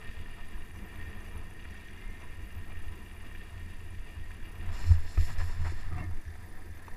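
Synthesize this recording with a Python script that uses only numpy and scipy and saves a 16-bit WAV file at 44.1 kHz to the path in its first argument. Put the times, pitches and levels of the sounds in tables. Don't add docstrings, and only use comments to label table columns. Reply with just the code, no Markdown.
import sys
import numpy as np
from scipy import signal
from scipy.fft import rfft, irfft
from scipy.io import wavfile
from scipy.ndimage import uniform_filter1d

SR = 44100
rng = np.random.default_rng(int(sys.argv[2]) if len(sys.argv) > 2 else 0)


def level_to_linear(level):
    exponent = np.asarray(level, float) / 20
    return 10 ** exponent


def wrap_up_sound(samples):
    columns = np.atleast_2d(samples).T
    tamed = np.clip(columns, -1, 1)
    steps = np.round(tamed * 32767).astype(np.int16)
    wavfile.write(sys.argv[1], SR, steps)


N = 306936

# time_s, scrape_db, brightness_db
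RUNNERS = [(0, -53, -1), (.13, -56.5, 4), (.5, -56.5, 1), (.75, -58, -2.5), (.95, -53, -3),
           (1.3, -55.5, -0.5), (1.55, -57.5, -2), (1.75, -55, 1), (2.1, -56, -0.5), (2.4, -56, -3),
           (2.8, -56, -1), (3.15, -57.5, -1), (3.4, -56, 2), (3.8, -58, 1), (4.6, -56.5, 0),
           (5.85, -57.5, 2.5), (6.1, -60, 0.5), (6.96, -58, -1)]
# time_s, share_done (0-1)
TURN = [
    (4.6, 0.17),
    (4.9, 0.53),
    (5.35, 0.65),
    (5.7, 0.83),
    (6.05, 0.88),
]


def curve(rows):
    s, *columns = np.transpose(rows)
    return [np.interp(np.arange(N) / SR, s, c) for c in columns]


def turned_share():
    return curve(TURN)[0]


def evened(x):
    return x / np.sqrt(np.mean(x ** 2) + 1e-20)


def coloured(x, points):
    f, db = np.transpose(points)
    hz = np.fft.rfftfreq(N, 1 / SR)
    gain_db = np.interp(np.log(hz + 1), np.log(f + 1), db, -120, -120)
    return evened(irfft(rfft(x) * level_to_linear(gain_db), N))


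def band(x, lo_hz, hi_hz):
    return evened(signal.sosfilt(signal.butter(3, [lo_hz, hi_hz], "band", fs=SR, output="sos"), x))


def steadied(x, span_s, share):
    power = uniform_filter1d(x ** 2, int(span_s * SR)) + 0.0012
    return evened(x / power ** (share / 2))


def modes(x, table):
    rung = np.zeros(len(x))
    for k, (hz, width, db) in enumerate(table):
        rung += (-1) ** k * level_to_linear(db) * signal.lfilter(*signal.iirpeak(hz, hz / width, SR), x)
    return evened(signal.lfilter(*signal.butter(4, 1.15 * table[-1][0], fs=SR), rung))


def drift(span_s):
    size = int(span_s * SR)
    return evened(uniform_filter1d(uniform_filter1d(rng.standard_normal(N), size), size))


def swell(s, db, half_s):
    t = np.arange(N // 32 + 1) * 32 / SR
    return level_to_linear(np.maximum(db - 5 * ((t - s) / half_s) ** 2, -150))


def swells(rows):
    total = sum(swell(*row[:3]) for row in rows)
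    return np.interp(np.arange(N), np.arange(N // 32 + 1) * 32, total)


def struck(peak_db, rise, t60):
    t = np.arange(SR // 2) / SR
    since_peak = np.hypot(np.maximum(t - rise, 0), rise / 2) - rise / 2
    decay = level_to_linear(peak_db - 60 * since_peak / t60)
    return t, decay * np.sin(np.pi / 2 * np.minimum(t / rise, 1)) ** 2


def add(mix, s, sound):
    part = mix[round(s * SR):][:len(sound)]
    part += sound[:len(part)]


def grit(per_s, spread_db, share, lumpy_db):
    size = level_to_linear(spread_db * np.minimum(rng.exponential(1, N), 3)) * np.sign(rng.standard_normal(N))
    clicks = evened(size * (rng.random(N) < per_s / SR))
    fine = rng.standard_normal(N)
    return (share * clicks + fine) * level_to_linear(lumpy_db * drift(0.033))


def pole():
    # centre_s, level_db, half_length_s
    lurches = [(0.11, -38, 0.034), (0.243, -35, 0.06), (0.519, -32, 0.077), (1.011, -44.5, 0.13),
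               (1.193, -53, 0.07), (1.429, -40.5, 0.15), (2.085, -31.5, 0.026), (2.294, -40.5, 0.045),
               (2.525, -42.5, 0.16), (2.84, -34.5, 0.1), (3.327, -37, 0.071), (3.687, -46.5, 0.1),
               (3.828, -40.5, 0.087), (4.019, -38.5, 0.057), (4.246, -36.5, 0.058), (4.441, -37.5, 0.029),
               (4.7, -34.5, 0.12), (4.939, -26.5, 0.12), (5.214, -28.5, 0.059), (5.46, -27.5, 0.13),
               (5.703, -31, 0.024), (5.801, -30.5, 0.16), (6.127, -29.5, 0.071), (6.622, -37.5, 0.085),
               (6.95, -36, 0.033)]
    # frequency_hz, level_db (per Hz)
    free_colour = [(3, -59), (6, 12.5), (16, 6.5), (29, 2), (37, -33)]
    held_colour = [(3, -58), (6, 13), (14, 8), (24, -8), (34, -12), (45, -44)]
    # centre_s, level_db, half_length_s
    trail_bumps = [(0.102, -43.5, 0.014), (0.197, -45.5, 0.026), (0.567, -55, 0.039), (0.775, -47.5, 0.026),
                   (0.968, -47, 0.049), (1.074, -44, 0.025), (1.167, -45.5, 0.027), (1.288, -45, 0.016),
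                   (1.377, -43.5, 0.028), (1.484, -52, 0.033), (1.692, -47, 0.05), (1.947, -53, 0.023),
                   (2.096, -46.5, 0.023), (2.251, -53, 0.036), (2.408, -47, 0.032), (2.572, -40, 0.028),
                   (2.692, -52, 0.031), (2.779, -43, 0.036), (2.898, -42, 0.032), (3.031, -53, 0.032),
                   (3.124, -52, 0.013), (3.194, -48, 0.023), (3.363, -50, 0.068), (3.58, -41.5, 0.041),
                   (3.675, -46, 0.038), (3.833, -45, 0.035), (3.958, -45.5, 0.035), (4.191, -37.5, 0.02),
                   (4.317, -49, 0.084), (4.52, -55, 0.085)]
    grabs = [(4.618, -43.5, 0.025), (4.696, -38, 0.023), (4.92, -21, 0.039), (5.07, -43, 0.051),
             (5.424, -34, 0.051), (5.66, -33, 0.068), (5.955, -36.5, 0.06), (6.095, -36.5, 0.032),
             (6.308, -44.5, 0.031), (6.415, -48.5, 0.054), (6.5, -49.5, 0.02), (6.704, -44.5, 0.042),
             (6.85, -51.5, 0.024)]
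    # start_s, peak_db, rise_s, t60_s
    kicks = [
        (4.889, -16, .025, .07),
    ]
    # start_s, peak_db, pitch_hz, rise_s, t60_s
    jolts = [(4.893, -20, 56, .022, .13), (4.8, -34, 45, .02, .25), (5.174, -16, 37, .006, .22),
             (5.178, -19, 78, .012, .22), (5.375, -23, 27, .01, .2), (6.265, -35, 60, .008, .15),
             (4.19, -35, 60, .008, .15), (4.73, -33, 48, .02, .2), (.085, -37, 42, .01, .15),
             (.545, -33, 38, .01, .2), (.81, -36, 40, .008, .15), (3.98, -34, 42, .012, .2),
             (2.42, -36, 45, .012, .2), (5.1735, -38, 340, .002, .035), (5.719, -41, 340, .003, .05)]
    sway_rest_db, shudder_rest_db, hum_rest_db = -46, -52, -59.5
    shudder_under_bump_db, shudder_top_db, shudder_held_db = -7.5, -48.5, -2
    hum_hz, hum_spread_hz, hum_top_db = 83.9, 2.29, -27

    lurching, held = rng.standard_normal(N), turned_share() ** 2
    sway = (1 - held) * coloured(lurching, free_colour) + held * coloured(lurching, held_colour)
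    sway = steadied(sway, 0.19, 0.67)
    shudder = steadied(band(rng.standard_normal(N), 25.8, 71.8), 0.031, 1.0)
    bumps = swells(trail_bumps + grabs)
    shaken = level_to_linear(shudder_rest_db) + np.minimum(level_to_linear(shudder_under_bump_db) * bumps, level_to_linear(shudder_top_db))
    out = np.hypot(level_to_linear(sway_rest_db), swells(lurches)) * sway
    out += shaken * level_to_linear(shudder_held_db * held) * shudder

    hum = np.minimum(np.hypot(level_to_linear(hum_rest_db), bumps), level_to_linear(hum_top_db))
    swing = np.sqrt(2) * hum * level_to_linear(1.5 * drift(0.024))
    for s, *blow in kicks:
        add(swing, s, struck(*blow)[1])
    wander_hz = 3.5 * drift(.012) + hum_spread_hz * drift(.08)
    wander_hz *= np.minimum(.008 / swing, 1)
    turns = np.cumsum(hum_hz + wander_hz) / SR
    out += swing * np.sin(2 * np.pi * (turns - turns[round(kicks[0][0] * SR)]))

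    for s, peak_db, hz, rise, t60 in jolts:
        t, envelope = struck(peak_db, rise, t60)
        add(out, s, envelope * np.sin(2 * np.pi * hz * t))
    return out


def housing(x):
    # frequency_hz, width_hz, level_db
    shell_modes = [(1657, 255, -11.5), (1843, 64, 0), (2036, 122, -9), (2381, 69, -4.5), (2591, 89, -8),
                   (2830, 108, -6.5), (3342, 115, -13), (3590, 78, -18.5), (3732, 88, -16),
                   (4700, 290, -22.5)]
    # frequency_hz, width_hz, depth (0-1)
    hollows = [(1952, 33, 0.6), (2500, 57, 0.5), (3090, 200, .4), (3480, 76, 0.2)]
    rung = modes(x, shell_modes)
    for hz, width, depth in hollows:
        rung = rung - depth * signal.lfilter(*signal.iirpeak(hz, hz / width, SR), rung)
    return evened(rung)


def runners():
    # frequency_hz, level_db (per Hz)
    rumble_colour = [(62, -18), (105, 0.5), (113, -5.5), (162, -8), (199, -2.5), (274, -13), (313, -7.5),
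                     (397, -13), (438, -11.5), (560, -24), (730, -52), (1230, -120)]
    # frequency_hz, width_hz, level_db
    crunch_modes = [(696, 127, -0.5), (991, 86, 2.5), (1278, 290, -2.5), (1640, 230, -13.5)]
    # frequency_hz, width_hz, level_db
    turned_modes = [(1572, 58, -1.5), (1755, 148, 4.5), (1900, 242, 3), (2140, 440, -4), (2770, 390, -17.5),
                    (2960, 75, -17), (3590, 280, -14), (4270, 380, -18), (5040, 470, -20)]
    # centre_s, rumble_db, half_length_s
    rut_rows = [(.05, -55.5, 0.041), (.8, -53, 0.085), (1.12, -57.5, 0.11), (1.38, -54, 0.078),
                (2.23, -56, 0.025), (2.95, -58, 0.046), (2.52, -61, 0.054), (3.55, -64.5, 0.1),
                (3.3, -56, 0.062), (4.61, -55.5, 0.1), (4.8, -56.5, 0.063), (5.31, -52, 0.02),
                (5.63, -54.5, 0.031), (5.99, -51.5, 0.092), (6.42, -73, 0.092)]
    # centre_s, ring_db, half_length_s, crunch_above_ring_db
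    scuff_rows = [
        (4.79, -53.5, 0.13, -4.5),
        (5.224, -54.5, 0.03, -7),
        (5.035, -62, 0.072, 0.5),
        (5.296, -49, 0.019, -11),
        (5.408, -53.5, 0.016, 2.5),
        (5.466, -56, .09, 0.5),
        (5.666, -52, 0.011, 4),
        (5.686, -55.5, 0.062, 1),
        (5.824, -59.5, 0.051, 1),
        (6, -57.5, 0.039, -4),
    ]
    rumble_db, rumble_follows, crunch_db, crunch_follows = -55.5, 0.59, -62, 0.79
    rut_crunch_db, bright_from_hz = -8, 2850

    scrape_db, bright_db = curve(RUNNERS)
    ruts, scuffs = swells(rut_rows), swells(scuff_rows)
    grating = swells([(s, db + above_db, half_s) for s, db, half_s, above_db in scuff_rows])
    press_db = scrape_db - scrape_db.mean()
    contact, turned = grit(350, 6.3, 0.38, 2.06), turned_share()
    rumble = coloured(contact + 1.48 * grit(60, 7.0, 0.36, 1.0), rumble_colour)
    crunch = modes(contact + 1.9 * grit(150, 2.3, 0.53, 1.67), crunch_modes)

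    shaking = contact + grit(200, 8.3, 0.81, 0.7)
    ring = np.sqrt(1 - turned) * housing(shaking) + np.sqrt(turned) * modes(shaking[::-1], turned_modes)
    upper = signal.sosfiltfilt(signal.butter(2, bright_from_hz, "high", fs=SR, output="sos"), ring)
    ring = ring + (level_to_linear(bright_db) - 1) * upper

    rumble_gain = np.hypot(level_to_linear(rumble_db + rumble_follows * press_db), ruts)
    crunch_gain = np.hypot(level_to_linear(crunch_db + crunch_follows * press_db), level_to_linear(rut_crunch_db) * ruts + grating)
    return np.hypot(level_to_linear(scrape_db), scuffs) * ring + rumble_gain * rumble + crunch_gain * crunch


def whistle():
    pitch_hz, width_hz, wander_hz, level_db, patchy_db = 1850, 39, 15.4, -7.5, 2.5
    scrape_db, _ = curve(RUNNERS)
    turn = np.exp(2j * np.pi * np.cumsum(pitch_hz + wander_hz * drift(0.054)) / SR)
    r = np.exp(-np.pi * width_hz / SR)
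    slow = rng.standard_normal(N) / turn
    for _ in range(2):
        slow = signal.lfilter([1], [1, -r], slow)
    gain = level_to_linear(scrape_db + level_db + patchy_db * drift(0.049))
    return gain * (1 - turned_share()) * evened((turn * slow).real)


def circuits():
    # frequency_hz, level_db (per Hz)
    hiss_colour = [(2240, -28), (3800, -5.5), (4100, -10.5), (4720, -0.5), (5430, -6), (5990, -3),
                   (7000, -5), (7800, -3.5), (8460, -7.5), (10000, -1.5), (10700, -6), (14000, -6.5),
                   (14700, -12), (15400, -14)]
    # low_hz, high_hz
    chirp_hz = [(9250, 10450), (12600, 14600), (11000, 11700)]
    # from_s, to_s
    busy_rows = [
        [(.017, .031), (.052, .055), (.06, .063), (.078, .098)],
        [(.015, .02), (.032, .037), (.047, .064), (.069, .077), (.097, .1)],
        [(.069, .08), (.097, .1)],
    ]
    idle_rows = [
        [(0, .012), (.033, .047), (.064, .069)],
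        [(.032, .036), (.05, .056)],
        [(0, .01), (.063, .07)],
    ]
    # busy_db, idle_db
    chirp_db = [(-69.5, -69.5), (-71.5, -91), (-72, -74.5)]
    hiss_db, cycle_s, busy_from_s = -68.5, .1001, .4

    t = np.arange(N) / SR
    out = level_to_linear(hiss_db + 1.4 * drift(0.006)) * coloured(rng.standard_normal(N), hiss_colour)
    within = (t + 0.0044 * drift(0.094)) % cycle_s
    busy = (t - busy_from_s) % (20 * cycle_s) < 10 * cycle_s
    for edges, busy_slots, idle_slots, (busy_db, idle_db) in zip(chirp_hz, busy_rows, idle_rows, chirp_db):
        on_busy = sum((within > a) * (within < b) for a, b in busy_slots)
        on_idle = sum((within > a) * (within < b) for a, b in idle_slots)
        gate = uniform_filter1d(np.where(busy, level_to_linear(busy_db) * on_busy, level_to_linear(idle_db) * on_idle), size=30)
        out += gate * level_to_linear(2.0 * drift(0.0028) + 1.9 * drift(.04)) * band(rng.standard_normal(N), *edges)
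    return out


def lumps():
    # start_s, peak_db
    strikes = [(0.0194, -47), (0.0539, -35), (0.257, -38), (0.3321, -43), (0.411, -41), (0.4514, -49),
               (0.5407, -44), (0.8719, -45), (0.8985, -45), (0.938, -41), (0.989, -49), (1.0236, -44),
               (1.1493, -47), (1.1952, -47), (1.2645, -44), (1.282, -42), (1.509, -40), (1.654, -39),
               (1.721, -44), (1.7419, -39), (1.773, -39), (1.8133, -53), (1.9723, -43), (2.0502, -50),
               (2.2727, -49), (2.3238, -47), (2.6449, -45), (2.719, -34.5), (2.754, -35.5), (3.061, -42),
               (3.1018, -47), (3.133, -53), (3.1524, -53), (3.3115, -37), (3.349, -38), (3.409, -45),
               (3.715, -52), (4.118, -49), (4.3071, -44), (4.367, -56), (4.4019, -40), (4.4258, -40),
               (4.6089, -48), (4.6633, -49)]
    # frequency_hz, width_hz, level_db
    lump_modes = [(1670, 230, -13), (1850, 44, -3), (2350, 80, -11), (2790, 110, -15), (3340, 120, -19)]
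    crush_s, level_db = 0.004, -6
    (s, db), hits = np.transpose(strikes), np.zeros(N)
    hits[(s * SR).astype(int)] = level_to_linear(db)
    crush = signal.oaconvolve(hits, np.exp(-np.arange(441) / SR / crush_s))[:N]
    rung = modes(crush * np.sign(rng.standard_normal(N)), lump_modes)
    return level_to_linear(level_db + db.max()) * rung / abs(rung).max()


def thuds():
    # start_s, peak_db, pitch_hz
    dips = [
        (0.053, -47, 207),
        (0.814, -45.5, 196),
        (1.333, -44, 210),
        (1.442, -47, 152),
        (2.23, -46.5, 206),
        (2.949, -42.5, 129),
        (3.654, -46, 202),
        (3.754, -52, 184),
        (3.916, -46.5, 197),
        (4.389, -46, 221),
    ]
    level_db, rise_s, t60_s = -5, 0.0073, 0.17
    out = np.zeros(N)
    for s, db, hz in dips:
        t, envelope = struck(db + level_db, rise_s, t60_s)
        add(out, s, envelope * np.sin(2 * np.pi * hz * t))
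    return out


def high_ticks():
    # start_s, peak_db
    ticks = [(.7447, -62), (.76, -57), (0.7804, -58.5), (.948, -59), (1.0398, -61), (1.2434, -62),
             (1.2855, -64), (1.7737, -60), (1.8934, -60), (1.9084, -61), (2.218, -59), (1.1017, -61),
             (1.2034, -59), (1.273, -62), (1.3783, -58), (1.501, -58), (1.6093, -60), (1.7065, -56),
             (1.8772, -58), (1.9764, -61), (2.102, -63), (2.2021, -59), (5.3832, -55), (5.6326, -63),
             (5.9813, -62), (6.0407, -62), (6.1469, -60), (6.2158, -62), (6.252, -61), (6.2784, -56),
             (6.621, -73), (6.7122, -58), (6.7768, -59), (6.8816, -57), (6.9396, -59)]
    pitch_hz, rise_s, t60_s = 6050, 0.00081, .024
    out, t = np.zeros(N), np.arange(2205) / SR
    for (s, db), detune in zip(ticks, rng.uniform(0.96, 1.02, len(ticks))):
        envelope = level_to_linear(db - 60 * t / t60_s) * np.minimum(t / rise_s, 1)
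        add(out, s, envelope * np.sin(2 * np.pi * pitch_hz * detune * t))
    return out


def knocks():
    # start_s, peak_db, pitch_hz, length_s
    blows = [(0.751, -44, 1000, 0.011), (1.354, -42, 980, 0.0081), (1.652, -36.5, 1850, 0.007),
             (1.748, -47, 1640, .006), (2.231, -46, 984, 0.017), (2.83, -45, 1270, 0.0079),
             (4.307, -38.5, 1680, 0.0028), (4.658, -51, 3300, .0031), (4.723, -49, 2100, .0071),
             (4.915, -30.5, 960, 0.0033), (4.9156, -40, 1900, .003), (5.176, -34.5, 1260, 0.006),
             (5.295, -48, 1900, 0.021), (5.404, -31.5, 1700, 0.004), (5.412, -37, 1010, .0073),
             (5.648, -35, 1100, 0.0033), (5.653, -34, 740, .004), (5.663, -37, 1890, 0.007),
             (5.666, -32.5, 950, 0.0079), (5.67, -40, 1300, 0.0044), (5.719, -42, 980, 0.0063),
             (5.9814, -32, 960, 0.0042), (5.982, -50, 1500, 0.0036), (5.9825, -36, 740, 0.007),
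             (5.926, -37.5, 720, .006), (5.916, -45, 993, 0.0037), (6.112, -43, 940, 0.0066),
             (6.28, -45, 1705, 0.0089), (6.354, -40.5, 736, 0.0059), (6.573, -42, 1730, 0.0053),
             (6.881, -34.5, 920, 0.0053), (5.177, -37, 2520, 0.004), (5.1735, -31, 680, 0.0033),
             (5.178, -43, 1810, 0.0031), (4.839, -40, 940, 0.0035), (4.842, -37, 1820, .003),
             (4.982, -42, 991, 0.0046), (5.158, -48, 1860, .008), (5.386, -39, 2050, .005),
             (5.403, -39, 1360, .005), (5.495, -37, 960, 0.0053), (5.766, -44, 1870, .005)]
    shell_from_hz = 1400
    out, t = np.zeros(N), np.arange(4410) / SR
    for s, db, hz, length in blows:
        noise = rng.standard_normal(4410)
        thud_db, crack = (-14.5, 0.43) if hz > shell_from_hz else (-14.5, 0.55)
        fade = np.minimum(t / .0005, 1) * np.exp(-t / length)
        ring = (1 - crack) * np.sin(2 * np.pi * hz * t) + .5 * crack * band(noise, 830, 2130)
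        thud = band(fade * noise[::-1], 204, 506)
        add(out, s, level_to_linear(db) * (fade * ring + level_to_linear(thud_db) * thud / abs(thud).max()))
    return out


def squeals():
    # centre_s, level_db, half_length_s, pitch_hz, glide_hz_per_s
    tones = [(2.1, -62, 0.16, 2097, -11), (2.164, -65, 0.092, 1800, -250), (5.985, -52.5, .035, 715, -500),
             (6.024, -53.5, 0.0126, 640, -4500), (5.983, -50.5, .022, 285, -500),
             (6.655, -60.5, 0.0213, 345, 102), (6.0, -55, 0.024, 2110, 301), (6.04, -56, .014, 1800, -300),
             (5.995, -58, 0.018, 2700, -1), (6.04, -60, .015, 1850, -300), (5.93, -58, 0.02, 1260, -700),
             (6.01, -47.5, .03, 170, 201.5), (5.945, -51, 0.0199, 165, 300),
             (6.03, -57.5, 0.0251, 2160, -200), (5.97, -57, 0.0253, 1190, 299),
             (6.035, -52, 0.0179, 310, 296), (6.01, -56.5, .02, 1000, -900), (6.0, -60, 0.029, 1100, -800),
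             (5.225, -58.5, .022, 2000, -0.5)]
    out, t = np.zeros(N), np.arange(-SR // 2, SR // 2) / SR
    waver, unsteady = 1 + 0.0148 * drift(0.0042), level_to_linear(2.7 * drift(0.006))
    for (s, db, half_s, hz, glide), at in zip(tones, rng.integers(0, N - SR, len(tones))):
        pitch = (hz + glide * np.clip(t, -2 * half_s, 2 * half_s)) * waver[at:at + SR]
        gain = level_to_linear(np.maximum(db - 5 * (t / half_s) ** 2, -150)) * unsteady[at:at + SR]
        add(out, s + t[0], np.sqrt(2) * gain * np.sin(2 * np.pi * np.cumsum(pitch) / SR))
    return out


def snaps():
    # start_s, peak_db
    flicks = [
        (4.664, -54),
        (5.384, -42),
        (5.72, -51.5),
        (5.983, -48),
        (6.041, -48),
    ]
    snap_s = 0.0016
    (s, db), hits = np.transpose(flicks), np.zeros(N)
    hits[(s * SR).astype(int)] = level_to_linear(db)
    burst = signal.oaconvolve(hits, np.exp(-np.arange(441) / SR / snap_s))[:N]
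    return .5 * burst * band(rng.standard_normal(N), 3000, 9200)


def stroke(start, length, from_db, to_db):
    rise_s, fall_s = 0.018, 0.035
    t = np.arange(N) / SR - start
    ends = np.clip(t / rise_s, 0, 1) * np.clip((length + fall_s - t) / fall_s, 0, 1)
    return ends * level_to_linear(np.interp(t, [0, length], [from_db, to_db]))


def patchy(x):
    split_hz = [4600, 6200]
    low, upto = (signal.sosfiltfilt(signal.butter(2, hz, fs=SR, output="sos"), x) for hz in split_hz)
    return sum(part * level_to_linear(2.2 * drift(0.032)) for part in (low, upto - low, x - upto))


def glove():
    # start_s, length_s, start_db, end_db
    strokes = [
        (4.684, .05, -77, -64),
        (4.725, 0.12, -58, -58),
        (4.848, .08, -54, -57),
        (4.93, 0.17, -62, -65),
        (5.052, 0.143, -58.5, -56.5),
        (5.177, 0.15, -57, -57.5),
        (5.371, 0.24, -55.5, -66.5),
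        (5.595, 0.083, -63, -58.5),
        (5.68, 0.13, -64, -64),
        (5.82, 0.17, -75, -72),
    ]
    # frequency_hz, level_db (per Hz)
    rub_colour = [(1880, -42), (3200, -13), (3560, 0), (3870, -5), (4210, 4.5), (4800, -1.5), (5220, 8),
                  (5600, 0), (6250, -6), (7350, 4), (7610, 0), (8640, -13), (10300, -7), (13400, -46),
                  (22000, -120)]
    # centre_s, level_db, half_length_s
    fizz_rows = [
        (4.89, -76, .04),
        (5.25, -65, 0.061),
        (5.46, -67, 0.043),
    ]
    # centre_s, groan_db, half_length_s
    groan_rows = [
        (5.31, -45, 0.052),
        (5.62, -40, 0.032),
        (5.72, -49, 0.02),
        (5.93, -44.5, 0.043),
        (6.005, -40.5, 0.028),
    ]
    # centre_s, creak_db, half_length_s
    creak_rows = [
        (5.925, -52, 0.018),
        (5.99, -50, 0.016),
        (6.04, -53, 0.019),
    ]
    # frequency_hz, width_hz, level_db
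    joint_modes = [(304, 43, 8.5), (362, 24.3, 7), (723, 30, 1), (920, 40, -1.5), (1155, 39, 4),
                   (1270, 49, -2), (1890, 76, 3), (2130, 76, 2), (2140, 35, 6)]

    press = np.max([stroke(*row) for row in strokes], axis=0)
    cloth = grit(890, 3.5, 0.61, 1.0) * level_to_linear(0.93 * drift(0.03))
    fizz = level_to_linear(-16) * press + swells(fizz_rows)
    rub = press * patchy(coloured(cloth, rub_colour)) + fizz * band(cloth, 10400, 12030)
    groan = swells(groan_rows) * steadied(band(rng.standard_normal(N), 90.0, 144.0), 0.016, 0.19)
    slip_rate_hz = 105 * level_to_linear(3.3 * drift(0.009))
    slips = np.diff(np.floor(np.cumsum(slip_rate_hz) / SR), prepend=0)
    creak = steadied(modes(evened(slips) + 0.25 * rng.standard_normal(N), joint_modes), 0.051, 0.97)
    return rub + groan + swells(creak_rows) * creak


def held_frame():
    # frequency_hz, width_hz, level_db
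    held_modes = [(194.1, 30, 1), (328, 27, 1), (478, 30, -2.5), (740, 41, -2), (981, 39, -2.5),
                  (1300, 76, -13)]
    # centre_s, level_db, half_length_s
    surges = [
        (6.14, -60, 0.034),
        (6.33, -59, 0.036),
        (6.46, -59.5, 0.044),
        (6.58, -58, 0.062),
        (6.68, -64, 0.02),
        (6.8, -68, 0.034),
        (6.94, -58, 0.02),
    ]
    return swells(surges) * modes(grit(200, 4, .4, 1.5), held_modes)


def scene():
    trail = pole() + runners() + whistle() + lumps() + thuds() + squeals()
    camera = circuits() + high_ticks() + knocks()
    hand = snaps() + glove() + held_frame()
    return (trail + camera + hand)[None]


def band_limit(x):
    return signal.sosfilt(signal.butter(12, 15490, fs=SR, output="sos"), x)


def record(dry):
    # centre_s, half_length_s
    losses = [
        (4.21, .04),
        (6.13, .035),
        (5.7, .012),
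    ]
    edge_hz, loss_from_hz = 15290, 14600
    low_pass = signal.firwin(1001, edge_hz, window=("kaiser", 9), fs=SR)
    limited = signal.oaconvolve(dry, low_pass[None], "same")
    top = signal.sosfiltfilt(signal.butter(8, loss_from_hz, "high", fs=SR, output="sos"), limited)
    limited = limited - top * np.minimum(swells([(s, 5, half_s) for s, half_s in losses]), 1)
    return band_limit(limited)


dry = scene()
out = record(dry)
wrap_up_sound(out)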